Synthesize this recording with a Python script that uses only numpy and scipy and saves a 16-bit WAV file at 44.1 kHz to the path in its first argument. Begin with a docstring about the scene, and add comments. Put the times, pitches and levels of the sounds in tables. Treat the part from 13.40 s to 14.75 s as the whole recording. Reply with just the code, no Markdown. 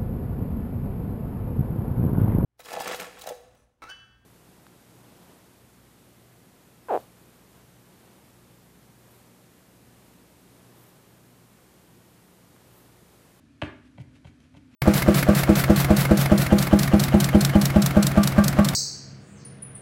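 """A joint in a wooden floor snaps under a foot in a sock, in a small, bare room.
The joint gives way in a few quick slips, each exciting the damped modes of the board and of the floor
beneath: a sharp click over a boom. Three faint knocks follow as the foot shifts. Between them the sock
brushes the wood with friction noise. Diffuse reflections and standing waves prolong the sounds of
the wood, over a low room drone and a faint hiss."""
import sys
import numpy as np
from scipy import signal
from scipy.fft import rfft, irfft, next_fast_len
from scipy.io import wavfile
from scipy.ndimage import uniform_filter1d

SR = 44100
rng = np.random.default_rng(int(sys.argv[2]) if len(sys.argv) > 2 else 0)


def transcribe(u):
    """Save the signal u as a 16-bit wav file named by the first command-line argument.

    u: samples, shape (n,) or (channels, n), limited to [-1, 1]; the rate is SR.
    q: integer samples, one column per channel.
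    """
    v = np.clip(np.atleast_2d(u).T, -1, 1)
    q = np.round(v * 32767).astype(np.int16)
    wavfile.write(sys.argv[1], SR, q)


N = 59535
T = np.arange(N) / SR

# slips of the snapping joint: start_s, level_db, tilt_db_per_octave, crack_db, favoured_hz
SNAP_SLIPS = [(0.2162, -32.5, 6.5, -38, 2800), (0.2197, -23.5, -0.5, -51, 624),
              (0.2225, -28, 7.5, -59, 2750), (0.2335, -34, 4, -56, 2870)]
# modes of the snapping board: pitch_hz, level_db, t60_s
SNAP_MODES = [(600.4, -8, 0.048), (657.4, -2.5, 0.03), (914, -7.5, 0.057), (990, -5, 0.017),
              (1218, -2.5, 0.013), (1642, -1, 0.016), (2070, -8.5, 0.013), (2390, -7.5, 0.015),
              (2647, -8, 0.028), (2767, -16.5, 0.028), (2950, -8.5, 0.012), (3000, -38, 0.0081),
              (3600, -12, 0.0044), (4070, -19, .006)]
# contacts as the foot shifts: start_s, level_db, tilt_db_per_octave, crack_db, favoured_hz
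KNOCK_CONTACTS = [(0.5760, -52.5, 0.0, -68, 840), (0.5810, -43.5, -2.5, -66, 2170),
                  (0.6000, -50, 2, -64, 1980), (0.6170, -71.5, -7, -78, 3000),
                  (0.8450, -50.5, -1.5, -60, 3060), (0.8502, -46.5, -1.0, -68, 3170),
                  (0.8700, -53, 6, -56, 2250), (0.8770, -56.5, 4, -71, 2440),
                  (1.0020, -59.5, 4.5, -55, 3200), (1.1405, -55, 0.5, -65, 2000),
                  (1.1475, -52, -2.0, -67, 930), (1.1675, -52, 1, -68, 3460)]
# modes of the knocking board: pitch_hz, level_db, t60_s
KNOCK_MODES = [(556, -3.5, 0.025), (704, 1.5, 0.013), (897, -9, 0.035), (1500, -14.5, 0.069),
               (2070, -10, 0.02), (2276, -10, 0.025), (2670, -13.5, 0.037), (3080, -19, 0.027),
               (3192, -11.5, 0.037), (3930, -5, 0.01)]
# low modes of the floor, excited by every click: pitch_hz, level_db, t60_s
FLOOR_MODES = [(79, -24, 0.12), (140, -26, .13), (228, -24, 0.12), (267, -16, .09), (298.8, -12, 0.25),
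               (308, -24, 0.045), (391.7, -23.5, 0.34)]
# flexing of the floor under the weight: start_s, level_db, pitch_hz, rise_s
FLOOR_FLEXES = [(0.2267, -23, 105, 0.00434), (0.2330, -31.5, 289, 0.0047), (0.255, -42, 80.6, 0.014),
                (0.583, -36.5, 131.6, 0.0031), (0.5933, -33, 143.5, 0.013), (0.604, -38.5, 94, 0.0056),
                (0.852, -38, 125, 0.0044), (0.873, -41, 97, 0.0058), (1.1630, -43.5, 157, 0.0072)]
# ticks of the floor finish: start_s, level_db, low_edge_hz
FINISH_TICKS = [(0.236, -51, 5000), (0.2372, -60, 8000), (0.6163, -46, 7200), (1.0038, -60, 1790)]
# strokes of the sock on the wood: peak_s, level_db, half_length_s
SOCK_STROKES = [(.465, -67.5, 0.017), (0.609, -60.5, 0.011), (0.763, -63.5, 0.018), (0.874, -61.5, 0.015),
                (0.946, -77, 0.012), (1.041, -68, 0.022), (1.172, -60, 0.0079), (1.34, -64.5, 0.022)]
# spectrum of the sock's friction: frequency_hz, density_db
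SOCK_SPECTRUM = [(300, -8), (700, -2.5), (1500, -3.5), (2800, 0.5), (4500, -10.5), (7000, -14),
                 (12000, -21.5)]
# strength of the reverberation: frequency_hz, gain_db
REVERB_GAIN = [(70, -8.5), (150, -13), (300, 1), (470, -10.5), (650, -7), (1000, -8), (1700, 3),
               (2800, -12), (4500, -1.5), (10000, -0.5)]
# reverberation time: frequency_hz, t60_s
REVERB_T60 = [(100, 0.44), (530, 0.34), (1400, 0.46), (3700, 0.42), (10000, 0.21)]
# standing waves of the room: pitch_hz, gain_db
STANDING_WAVES = [(76, -2), (140, -5), (379, -0.5), (411, 14.5), (629, -1.5), (891, 0.5), (949, -19),
                  (1196, 3.5), (1394, 5), (1595, 2), (1690, -23), (2457, 4), (2626, -7), (2967, -12)]
# resonances of the room drone: centre_hz, width_hz, level_db
DRONE_BANDS = [(75.7, 40, -63), (102.7, 64, -64), (151, 29, -66), (221.4, 16.3, -66), (253, 15.5, -60),
               (286, 16.7, -62.5), (331, 49, -72.5)]
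# spectrum of the room hiss: frequency_hz, density_db
HISS_SPECTRUM = [(240, -6.5), (400, -5.5), (596, -3.5), (827, -12), (1760, -6.5), (1940, -11.5), (2470, -9),
                 (2730, -12), (12000, -25), (15600, -70), (22000, -120)]

CUTOFF_HZ = 12100   # upper limit of the ticks and of the whole sound


def board_clicks(contacts, modes, favour_db):
    """Modal response: each impulse gives a brief crack and rings the board, then the floor beneath."""
    pivot_hz, favour_octaves = 1680, 0.12
    crack_lag_s, crack_decay_s, floor_lag_s = 0.0005, 0.0019, 0.00099
    board, floor, crack_envelope = np.zeros((3, N))
    for start_s, level_db, tilt, crack_db, favoured_hz in contacts:
        for hz, mode_db, t60_s in modes:
            # the point of contact favours the modes near one pitch
            nearness = np.exp(-0.5 * (np.log2(hz / favoured_hz) / favour_octaves) ** 2)
            colour_db = tilt * np.log2(hz / pivot_hz) + favour_db * nearness
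            board += from_db(level_db + mode_db + colour_db) * damped_mode(start_s, hz, t60_s)
        for hz, mode_db, t60_s in FLOOR_MODES:   # a brighter contact moves the floor less
            floor += from_db(level_db + mode_db - tilt) * damped_mode(start_s + floor_lag_s, hz, t60_s)
        age = T - start_s - crack_lag_s
        crack_envelope += from_db(crack_db) * (age >= 0) * np.exp(-np.abs(age) / crack_decay_s)
    crack = band_pass(crack_envelope * rng.standard_normal(N), low_hz=3760, high_hz=8600)
    # a narrow board radiates little bass, and wood on wood excites little treble
    radiation_hz, contact_hz = 514, 3610
    board_filter = signal.butter(4, [radiation_hz, contact_hz], "band", fs=SR, output="sos")
    return bending_dispersion(signal.sosfilt(board_filter, board) + crack + floor)


def damped_mode(start_s, hz, t60_s):
    """Free vibration: a struck mode is a sine that decays by 60 dB in t60_s."""
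    age = np.maximum(T - start_s, 0)
    return np.sin(2 * np.pi * hz * age) * from_db(-60 * np.minimum(age / t60_s, 4))


def bending_dispersion(x, travel_at_1khz_s=0.001921):
    """Dispersion: bending wave speed grows as the root of frequency, so a click becomes a falling chirp."""
    size = next_fast_len(2 * N)
    khz = np.arange(size // 2 + 1) * SR / size / 1000
    lag_cycles = 2000 * travel_at_1khz_s * np.sqrt(khz)
    return irfft(rfft(x, size) * np.exp(-2j * np.pi * lag_cycles), size)[:N]


def floor_thuds(sag_octaves_per_s=10.7):
    """Flexure under load: the floor swings for a few cycles, its pitch sinking as the weight settles."""
    thuds = np.zeros(N)
    for start_s, level_db, hz, rise_s in FLOOR_FLEXES:
        age = np.maximum(T - start_s, 0)
        cycles = np.cumsum((age > 0) * hz * 2 ** (-sag_octaves_per_s * age)) / SR
        envelope = (age / rise_s * np.exp(1 - age / rise_s)) ** 2
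        thuds += from_db(level_db) * envelope * np.sin(2 * np.pi * cycles)
    return thuds


def finish_ticks(decay_s=0.0004):
    """Short transients are broadband: the finish ticks in treble bursts of a millisecond or two."""
    ticks = np.zeros(N)
    for start_s, level_db, low_hz in FINISH_TICKS:
        envelope = (T >= start_s) * np.exp(-np.abs(T - start_s) / decay_s)
        ticks += from_db(level_db) * band_pass(rng.standard_normal(N) * envelope, low_hz, CUTOFF_HZ)
    return ticks


def sock_friction(grain_db=1.5, grains_per_s=510):
    """Sliding friction: cloth on wood gives short swells of noise with a grainy, flickering level."""
    swells = sum(from_db(level_db) * np.exp(-0.5 * ((T - peak_s) / half_length_s) ** 2)
                 for peak_s, level_db, half_length_s in SOCK_STROKES)
    grain = unit_rms(uniform_filter1d(rng.standard_normal(N), int(SR / grains_per_s)))
    return swells * unit_rms(coloured_noise(SOCK_SPECTRUM) * from_db(grain_db * grain))


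def reverberation(x, delay_s=0.0027, build_s=0.0059):
    """Diffuse field: reflections build up quickly, then decay exponentially in each half-octave band."""
    edges_hz = 50 * 2 ** np.arange(0, 8.5, 0.5)
    white = rng.standard_normal((2, N))   # neighbouring bands take independent noise
    age = np.maximum(T - delay_s, 0)
    build_up = 1 - np.exp(-age / build_s)
    response = np.zeros(N)
    for k, (low_hz, high_hz) in enumerate(zip(edges_hz, edges_hz[1:])):
        centre_hz = np.sqrt(low_hz * high_hz)
        decay = from_db(-60 * age / at_hz(REVERB_T60, centre_hz))
        tail = unit_rms(band_pass(white[k % 2], low_hz, high_hz) * build_up * decay)
        unity_gain = np.sqrt(2 * (high_hz - low_hz) / SR / N)
        response += from_db(at_hz(REVERB_GAIN, centre_hz)) * tail * unity_gain
    return signal.fftconvolve(x, response)[:N]


def standing_waves(x, width_hz=4.8):
    """Resonance: narrow modes of the room ring on after the sound that drives them."""
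    return sum(from_db(gain_db) * signal.lfilter(*signal.iirpeak(hz, hz / width_hz, fs=SR), x)
               for hz, gain_db in STANDING_WAVES)


def drone_and_hiss(hiss_db=-68):
    """Stationary noise: a few low resonances drone under an even broadband hiss."""
    drone = np.zeros(N)
    for centre_hz, width_hz, level_db in DRONE_BANDS:
        white = rng.standard_normal(2 * N)
        resonance = band_pass(white, centre_hz - width_hz / 2, centre_hz + width_hz / 2)
        drone += from_db(level_db) * unit_rms(resonance[N:])   # steady state only
    return drone + from_db(hiss_db) * coloured_noise(HISS_SPECTRUM)


def coloured_noise(spectrum):
    """Spectral shaping: white noise weighted by a spectrum, at an rms of 1."""
    hz = np.linspace(0, SR / 2, N // 2 + 1)
    white_spectrum = rfft(rng.standard_normal(N))
    return unit_rms(irfft(white_spectrum * from_db(at_hz(spectrum, hz)), N))


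def band_pass(x, low_hz, high_hz):
    """Butterworth filtering between two edge frequencies."""
    return signal.sosfilt(signal.butter(2, [low_hz, high_hz], "band", fs=SR, output="sos"), x)


def at_hz(points, hz):
    """Interpolation of a table on a logarithmic frequency axis."""
    frequencies, values = np.transpose(points)
    return np.interp(np.log(np.maximum(hz, 1)), np.log(frequencies), values)


def from_db(db):
    """Amplitude ratio of a level in decibels."""
    return 10 ** (np.asarray(db) / 20)


def unit_rms(x):
    """Normalisation to an rms of 1."""
    return x / np.sqrt(np.mean(x ** 2) + 1e-20)


def scene():
    """Superposition: the direct sound of the floor, the room's response, the sock and the background."""
    snap = board_clicks(SNAP_SLIPS, SNAP_MODES, favour_db=2.5)
    knocks = board_clicks(KNOCK_CONTACTS, KNOCK_MODES, favour_db=6)
    wood = snap + knocks + floor_thuds()
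    ticks = finish_ticks()
    # directivity: the ticks point at the listener and excite the room less
    reflections = reverberation(wood + from_db(-10) * ticks) + standing_waves(wood)
    return (wood + ticks + reflections + sock_friction() + drone_and_hiss())[None]


def record(dry):
    """Band limiting: the microphone loses the deepest bass, and a steep low-pass cuts the top."""
    low_cut = signal.butter(3, 54, "high", fs=SR, output="sos")
    top_cut = signal.ellip(10, 0.1, 70, CUTOFF_HZ, fs=SR, output="sos")
    return signal.sosfilt(top_cut, signal.sosfilt(low_cut, dry))


dry = scene()
out = record(dry)
transcribe(out)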